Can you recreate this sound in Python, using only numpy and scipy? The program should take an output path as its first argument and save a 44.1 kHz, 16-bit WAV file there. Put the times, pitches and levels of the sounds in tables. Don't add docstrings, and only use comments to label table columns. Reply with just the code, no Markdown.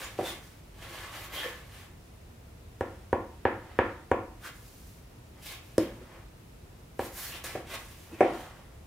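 import sys
import numpy as np
from scipy import signal
from scipy.io import wavfile

SR = 44100
rng = np.random.default_rng(int(sys.argv[2]) if len(sys.argv) > 2 else 0)


def how_loud(loudness_db):
    steps = np.asarray(loudness_db, float) / 20
    return 10 ** steps


def waveform_to_disk(signal):
    frames = np.transpose(np.atleast_2d(signal))
    scaled = np.clip(frames, -1, 1) * 32767
    samples = np.round(scaled).astype(np.int16)
    wavfile.write(sys.argv[1], SR, samples)


N = 390726


def unit_rms(x):
    return x / np.sqrt(np.mean(x ** 2) + 1e-20)


def at_hz(points, hz, column=1):
    points = np.array(points)
    return np.interp(np.log(hz), np.log(points[:, 0]), points[:, column])


def band(x, low_hz, high_hz):
    return signal.sosfilt(signal.butter(2, [low_hz, high_hz], "band", fs=SR, output="sos"), x)


def half_octaves():
    edges = 22 * 2 ** np.arange(0, 9.6, .5)
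    return zip(edges, edges[1:], np.sqrt(edges[:-1] * edges[1:]))


def drift(rate_hz):
    r = np.exp(-80 * np.pi * rate_hz / SR)
    chance = rng.standard_normal(N // 40 + 2002)
    slow = signal.lfilter([1], [1, -2 * r, r * r], chance)[2000:]
    return np.interp(np.arange(N) / 40, np.arange(len(slow)), unit_rms(slow))


def ring(force, hz, t60_s):
    r, w = how_loud(-60 / (t60_s * SR)), 2 * np.pi * hz / SR
    return signal.lfilter([0, np.sin(w)], [1, -2 * r * np.cos(w), r * r], force)


def resonate(x, peaks):
    out = 0
    for k, (hz, width_hz, db) in enumerate(peaks):
        r = np.exp(-np.pi * width_hz / SR)
        top = how_loud(db) * (-1) ** k * (1 - r * r) / 2
        out = out + signal.lfilter([top, 0, -top], [1, -2 * r * np.cos(2 * np.pi * hz / SR), r * r], x)
    return unit_rms(out)


# pitch in Hz, level in dB per Hz.
HUM = [(13, -40), (22, -70), (38, 1.5), (106, -4), (173, -11.5), (345, -16), (480, -17), (535, -19),
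       (1950, -29.5), (2640, -28.5), (2870, -31.5), (6370, -35.5), (15800, -39.5)]
# pitch in Hz, likeness from 0 to 1.
HUM_LIKENESS = [(60, 1.0), (180, 0.97), (550, 0.17), (1650, 0.0), (4970, 0.094), (15000, 0.22)]


def hum(patchy_db):
    out, white = 0, rng.standard_normal((2, 2, N))
    for k, (low, high, hz) in enumerate(half_octaves()):
        mid, side = band(white[k % 2], low, high)
        alike = np.clip(at_hz(HUM_LIKENESS, hz), 0, 1)
        gain = how_loud(at_hz(HUM, hz) + patchy_db * drift(5.7))
        out = out + gain * (np.sqrt(1 + alike) * mid + np.sqrt(1 - alike) * side * [[1], [-1]])
    return how_loud(-50) * unit_rms(out)


# fastest moment in seconds, rasp level in dB, swell in seconds,
# fade in seconds, hiss in dB above the rasp.
SCUFFS = [(.045, -43, 0.25, 0.081, -8), (.19, -47, 0.022, .1, -12), (.13, -55, 0.091, .15, -5),
          (.275, -41, 0.086, 0.11, -6), (.4, -60.5, .1, .3, -1.5), (.87, -48.5, 0.15, 0.14, -9.5),
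          (.99, -46, 0.18, .25, -8.5), (1.16, -43.5, 0.082, .1, -9.5), (1.44, -42, 0.07, 0.1, -10),
          (1.52, -52.5, .08, 0.22, -8), (1.79, -54, .2, 0.14, -6.5), (4.472, -46, 0.068, 0.044, -5.5),
          (7.36, -47, 0.14, 0.074, -6), (7.442, -41.5, 0.0047, 0.056, 0), (7.48, -46, 0.048, 0.16, -5),
          (7.71, -45.5, 0.066, 0.073, -8), (7.754, -38.5, 0.046, 0.023, -8), (7.79, -54.5, 0.046, 0.25, -1)]
SKIMS = [
    (4.65, -67.5, 0.22, 0.37, 6.5),
    (4.9, -79.5, .3, .2, 15),
    (5.47, -49, 0.073, .1, -2.5),
    (5.52, -46.5, .1, 0.091, -6.5),
    (5.64, -64, 0.084, 0.6, -2.5),
    (8.0, -61.5, 0.24, 0.37, -0.5),
    (8.4, -56, 0.11, 0.12, -2),
]
SWIPES = [
    (1.25, -47, 0.15, 0.037, -6.5),
    (1.34, -44, .035, .1, -10.5),
    (1.39, -42.5, 0.16, 0.18, -11),
    (5.795, -44, 0.016, 0.11, -12.5),
    (7.0, -48.5, 0.013, 0.13, -14),
    (7.05, -57, 0.08, 0.11, 3.5),
    (7.18, -49.5, .08, .1, 1),
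    (7.25, -47.5, 0.14, .13, 2),
]
SHIFTS = [(2.83, -63.5, .02, 0.44, -8), (3.77, -58.5, 0.43, 0.03, -23), (3.47, -64, .02, 0.18, -24),
          (3.81, -54.5, .02, 0.29, -28), (5.38, -65.5, .08, 0.053, -16), (5.93, -64.5, 0.11, .3, -4),
          (6.17, -60, 0.33, 0.12, -18), (8.17, -59, 0.19, 0.076, -17), (8.24, -44.5, 0.064, .13, -29),
          (8.33, -51, 0.091, 0.37, -10), (8.59, -70, 0.033, .04, -15)]
# rasp brightness in dB, air in dB above the hiss,
# rumble in dB above the rasp.
COLOURS = [
    (-0.2, -2, -2.5),
    (3.5, -.5, -6.5),
    (-0.5, 2, -3.5),
    (-4, -6, 4.5),
]
# pitch in Hz, width in Hz, level in dB.
RASP_LOW = [(1062, 78, -4.5), (1626, 410, 0.5), (1752, 123, 4.5), (1992, 270, -0.5)]
RASP_HIGH = [(2380, 830, 5.5), (3190, 810, 6), (3870, 1650, -1.5)]
RUMBLE = [(348, 48, -2), (515, 83, -2), (786, 340, -5.5)]
# pitch in Hz, width in Hz, level in dB.
HISS = [(4100, 2740, -1.5), (6300, 2100, 3.5), (7560, 1400, 3.5), (9060, 1670, 2)]
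AIR = [(11500, 2800, 1.6), (14900, 1340, 0.86)]


def drags():
    span_db, rounding = 20, 1.61
    t, power = np.arange(N) / SR, np.zeros((5, N))
    for strokes, (bright_db, air_db, rumble_db) in zip([SCUFFS, SKIMS, SWIPES, SHIFTS], COLOURS):
        for s, rasp_db, swell_s, fade_s, hiss_db in strokes:
            swell_s, fade_s = max(swell_s, .004), max(fade_s, .004)
            now = (t > s - 2 * swell_s) & (t < s + 2 * fade_s)
            away = np.maximum((s - t[now]) / swell_s, (t[now] - s) / fade_s)
            speed_db = -span_db * away ** rounding
            layers_db = np.array([-bright_db / 2, bright_db / 2, rumble_db, hiss_db, hiss_db + air_db])
            power[:, now] += how_loud(rasp_db + layers_db[:, None] + speed_db) ** 2
    level = np.sqrt(power)
    slips_per_s = np.array([[5000], [20000]])
    sizes = how_loud(2.46 * np.minimum(rng.exponential(1, (2, N)), 5)) * rng.choice([-1, 1], (2, N))
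    slips = sizes * (rng.random((2, N)) < slips_per_s / SR) * how_loud(1.33 * drift(30))
    bodies = [RASP_LOW, RASP_HIGH, RUMBLE]
    shaken = sum(gain * resonate(slips[0], body) for gain, body in zip(level, bodies))
    direct = level[3] * resonate(slips[1], HISS) + level[4] * resonate(slips[1], AIR)
    return (how_loud(-4) * shaken + how_loud(-0.5) * direct) * how_loud([[-.6], [.6]])


# start in seconds, length in seconds, pitch in Hz,
# width in Hz, level in dB.
SQUEAKS = [(.02, 0.052, 6900, 180, -49), (.22, 0.12, 3520, 280, -44), (.24, 0.16, 2100, 200, -58),
           (1, 0.13, 1120, 70, -52), (1.3, 0.18, 3210, 280, -43), (1.36, 0.15, 1760, 110, -44),
           (1.44, 0.037, 495, 28, -37), (4.42, 0.074, 1440, 300, -45.5), (6.07, 0.17, 2350, 100, -64.5),
           (5.43, 0.13, 3600, 600, -52), (1, .08, 1840, 490, -47.5), (6, 0.046, 350, 56, -48.5),
           (8.1, 0.066, 320, 51, -45), (7.21, .11, 1750, 100, -49), (7.2, 0.14, 4300, 120, -55),
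           (7.29, .11, 2720, 360, -46), (7.15, 0.17, 5300, 110, -60), (7.44, .05, 1700, 290, -44),
           (8.112, .1, 2350, 90, -61), (8.107, 0.076, 2600, 70, -60), (6.996, .1, 8500, 150, -61)]


def squeaks():
    out = np.zeros(N)
    for s, length_s, hz, width_hz, db in SQUEAKS:
        count = round(length_s * SR)
        tone = resonate(rng.standard_normal(SR // 2), [(hz, width_hz, 0)])[-count:]
        out[round(s * SR):][:count] += how_loud(db) * tone * np.hanning(count)
    return out


# pitch in Hz, time to die away (60 dB) in seconds,
# then level in dB under the toe, under the heel and under the whole sole.
BOARDS = [(237, 0.063, 1.5, 0.5, -14), (335, 0.11, -4, -2.5, -12.5), (377.5, 0.16, -8.5, -15, -9),
          (452, 0.029, -1.5, -1, -20), (458, 0.015, 6.5, 4.5, 8), (518, 0.077, -5.5, -9, -8.5),
          (644, 0.057, -19, -9, -1.5), (733.5, 0.05, -3.5, -27, 3.5), (784, 0.048, 0.5, -32, -5),
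          (946, 0.042, -3, -15.5, -20), (1142, 0.044, -7, -14, -15), (1407, 0.031, -7, -17, -18),
          (1557, 0.019, -2.5, -24, -9.5), (1712, 0.011, 6, -1.5, -6), (2020, 0.0043, 3.5, -33, -28),
          (2214, 0.01, 0.5, -27, -7), (2540, 0.0044, -21, -41, -7), (2830, 0.0054, -6, -38, -19),
          (3680, 0.0068, -15, -34, -34), (3920, 0.0056, -18, -33, -36)]


def knocks(table, joist_hz, heavy_db, contact_hz, column):
    far_ring_share = 0.44
    out, t = np.zeros((2, N + SR)), np.arange(SR // 2) / SR
    spread_db = rng.normal(0, 1.5, (len(table), len(BOARDS)))
    grit = rng.standard_normal((len(table), len(t)))
    push = signal.sosfilt(signal.butter(2, contact_hz, fs=SR, output="sos"), t == 0)
    strength = [how_loud(m[column]) * (-1) ** max(k - 5, 0) for k, m in enumerate(BOARDS)]
    modes = np.array([[ring(push, m[0], m[1] * share) / np.sqrt(share) for m in BOARDS]
                      for share in (1, far_ring_share)])
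    octaves = np.log2(np.array(BOARDS)[:, 0] / 605)
    small_boards = signal.butter(4, 307, "high", fs=SR, output="sos")
    thump = ring(push, joist_hz, 0.097) * (1 - np.exp(-t / 0.0012))
    for k, (s, db, hard_db, crack_db, thump_db) in enumerate(table):
        tilt_db = hard_db * np.maximum(octaves, 0) - heavy_db * np.minimum(octaves, 0)
        wood = signal.sosfilt(small_boards, (how_loud(tilt_db + spread_db[k]) * strength) @ modes)
        wood = wood / np.abs(wood[0]).max()
        crack = how_loud(crack_db + 11) * band(grit[k] * np.exp(-t / 0.00086), 2600, 10300)
        i = round((s + .0028) * SR)
        out[:, i:i + len(t)] += how_loud(db + 1.0) * (wood + how_loud(thump_db) * thump + crack)
    return out[:, :N]


# time in seconds, peak in dB, hardness in dB per octave, crack in dB,
# joist thump in dB.
STEPS = [
    (.186, -21, -13, -38, -15.5),
    (7.549, -27, 4.5, -33, -10.5),
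    (8.204, -9, 2.6, -35.5, -25),
]


def steps():
    return knocks(STEPS, 111, heavy_db=3.5, contact_hz=1700, column=4)


# time in seconds, peak in dB, hardness in dB per octave, crack in dB,
# joist thump in dB.
TOE_TAPS = [
    (2.806, -18, -1, -33, -10),
    (3.126, -11, 0, -39.5, -14),
    (3.450, -11, 0.5, -45, -15),
    (3.786, -9, 2.5, -47, -15.5),
    (4.112, -10, 1.7, -38, -15),
    (6.990, -18, -1, -32, -16.5),
]


def toe_taps():
    return knocks(TOE_TAPS, 88, heavy_db=-1.5, contact_hz=1860, column=2)


# time in seconds, peak in dB, hardness in dB per octave, crack in dB,
# joist thump in dB.
HEEL_DROPS = [
    (5.778, -8, 6.6, -20, -18.5),
    (7.439, -42.5, 8, -7, -15),
]


def heel_drops():
    return knocks(HEEL_DROPS, 109, heavy_db=4, contact_hz=660, column=3)


# pitch in Hz, time to die away (60 dB) in seconds, level in dB,
# share that differs left to right in dB.
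ROOM = [(90, 0.83, -6, -42), (196, 0.55, 1.5, -27), (413, 0.36, -1, -18), (990, 0.5, 2, -9),
        (2410, 0.39, 3, -2), (5070, 0.26, 1, 3.5), (12300, 0.17, -1, 3)]


def room(x):
    first_echo_s = 0.0014
    t = np.arange(SR * 3 // 5) / SR
    white, tail = rng.standard_normal((2, 2, len(t))), 0
    for k, (low, high, hz) in enumerate(half_octaves()):
        mid, side = band(white[k % 2], low, high)
        t60_s = np.maximum(at_hz(ROOM, hz), .05)
        fall = how_loud(at_hz(ROOM, hz, column=2) - 60 * t / t60_s)
        tail = tail + fall * (mid + how_loud(at_hz(ROOM, hz, column=3)) * side * [[1], [-1]])
    tail = tail * np.clip(t / first_echo_s - .5, 0, 1) * how_loud(-3) / np.sqrt(0.028 * SR)
    return signal.fftconvolve(x.mean(axis=0, keepdims=True), tail, axes=1)[:, :N]


SEND_DB = [-0.35, -3, 3.2]


def scene():
    background = hum(patchy_db=0.35)
    slide, place = drags() + squeaks(), 2.77 * drift(2.53)
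    blows = [toe_taps(), heel_drops(), steps()]
    echoes = room(slide * np.cos(place)) + room(slide * np.sin(place))
    for send_db, (near, far) in zip(SEND_DB, blows):
        echoes = echoes + room(how_loud(send_db) * far[None])
    return sum(near for near, far in blows) + slide + echoes + background


def low_pass(x):
    return signal.sosfilt(signal.butter(12, 16640, fs=SR, output="sos"), x)


def record(dry):
    bass_cut = signal.sosfilt(signal.butter(2, 36, "high", fs=SR, output="sos"), dry)
    top_cut = signal.sosfilt(signal.cheby2(16, 45, 16150, fs=SR, output="sos"), bass_cut)
    return low_pass(top_cut)


dry = scene()
out = record(dry)
waveform_to_disk(out)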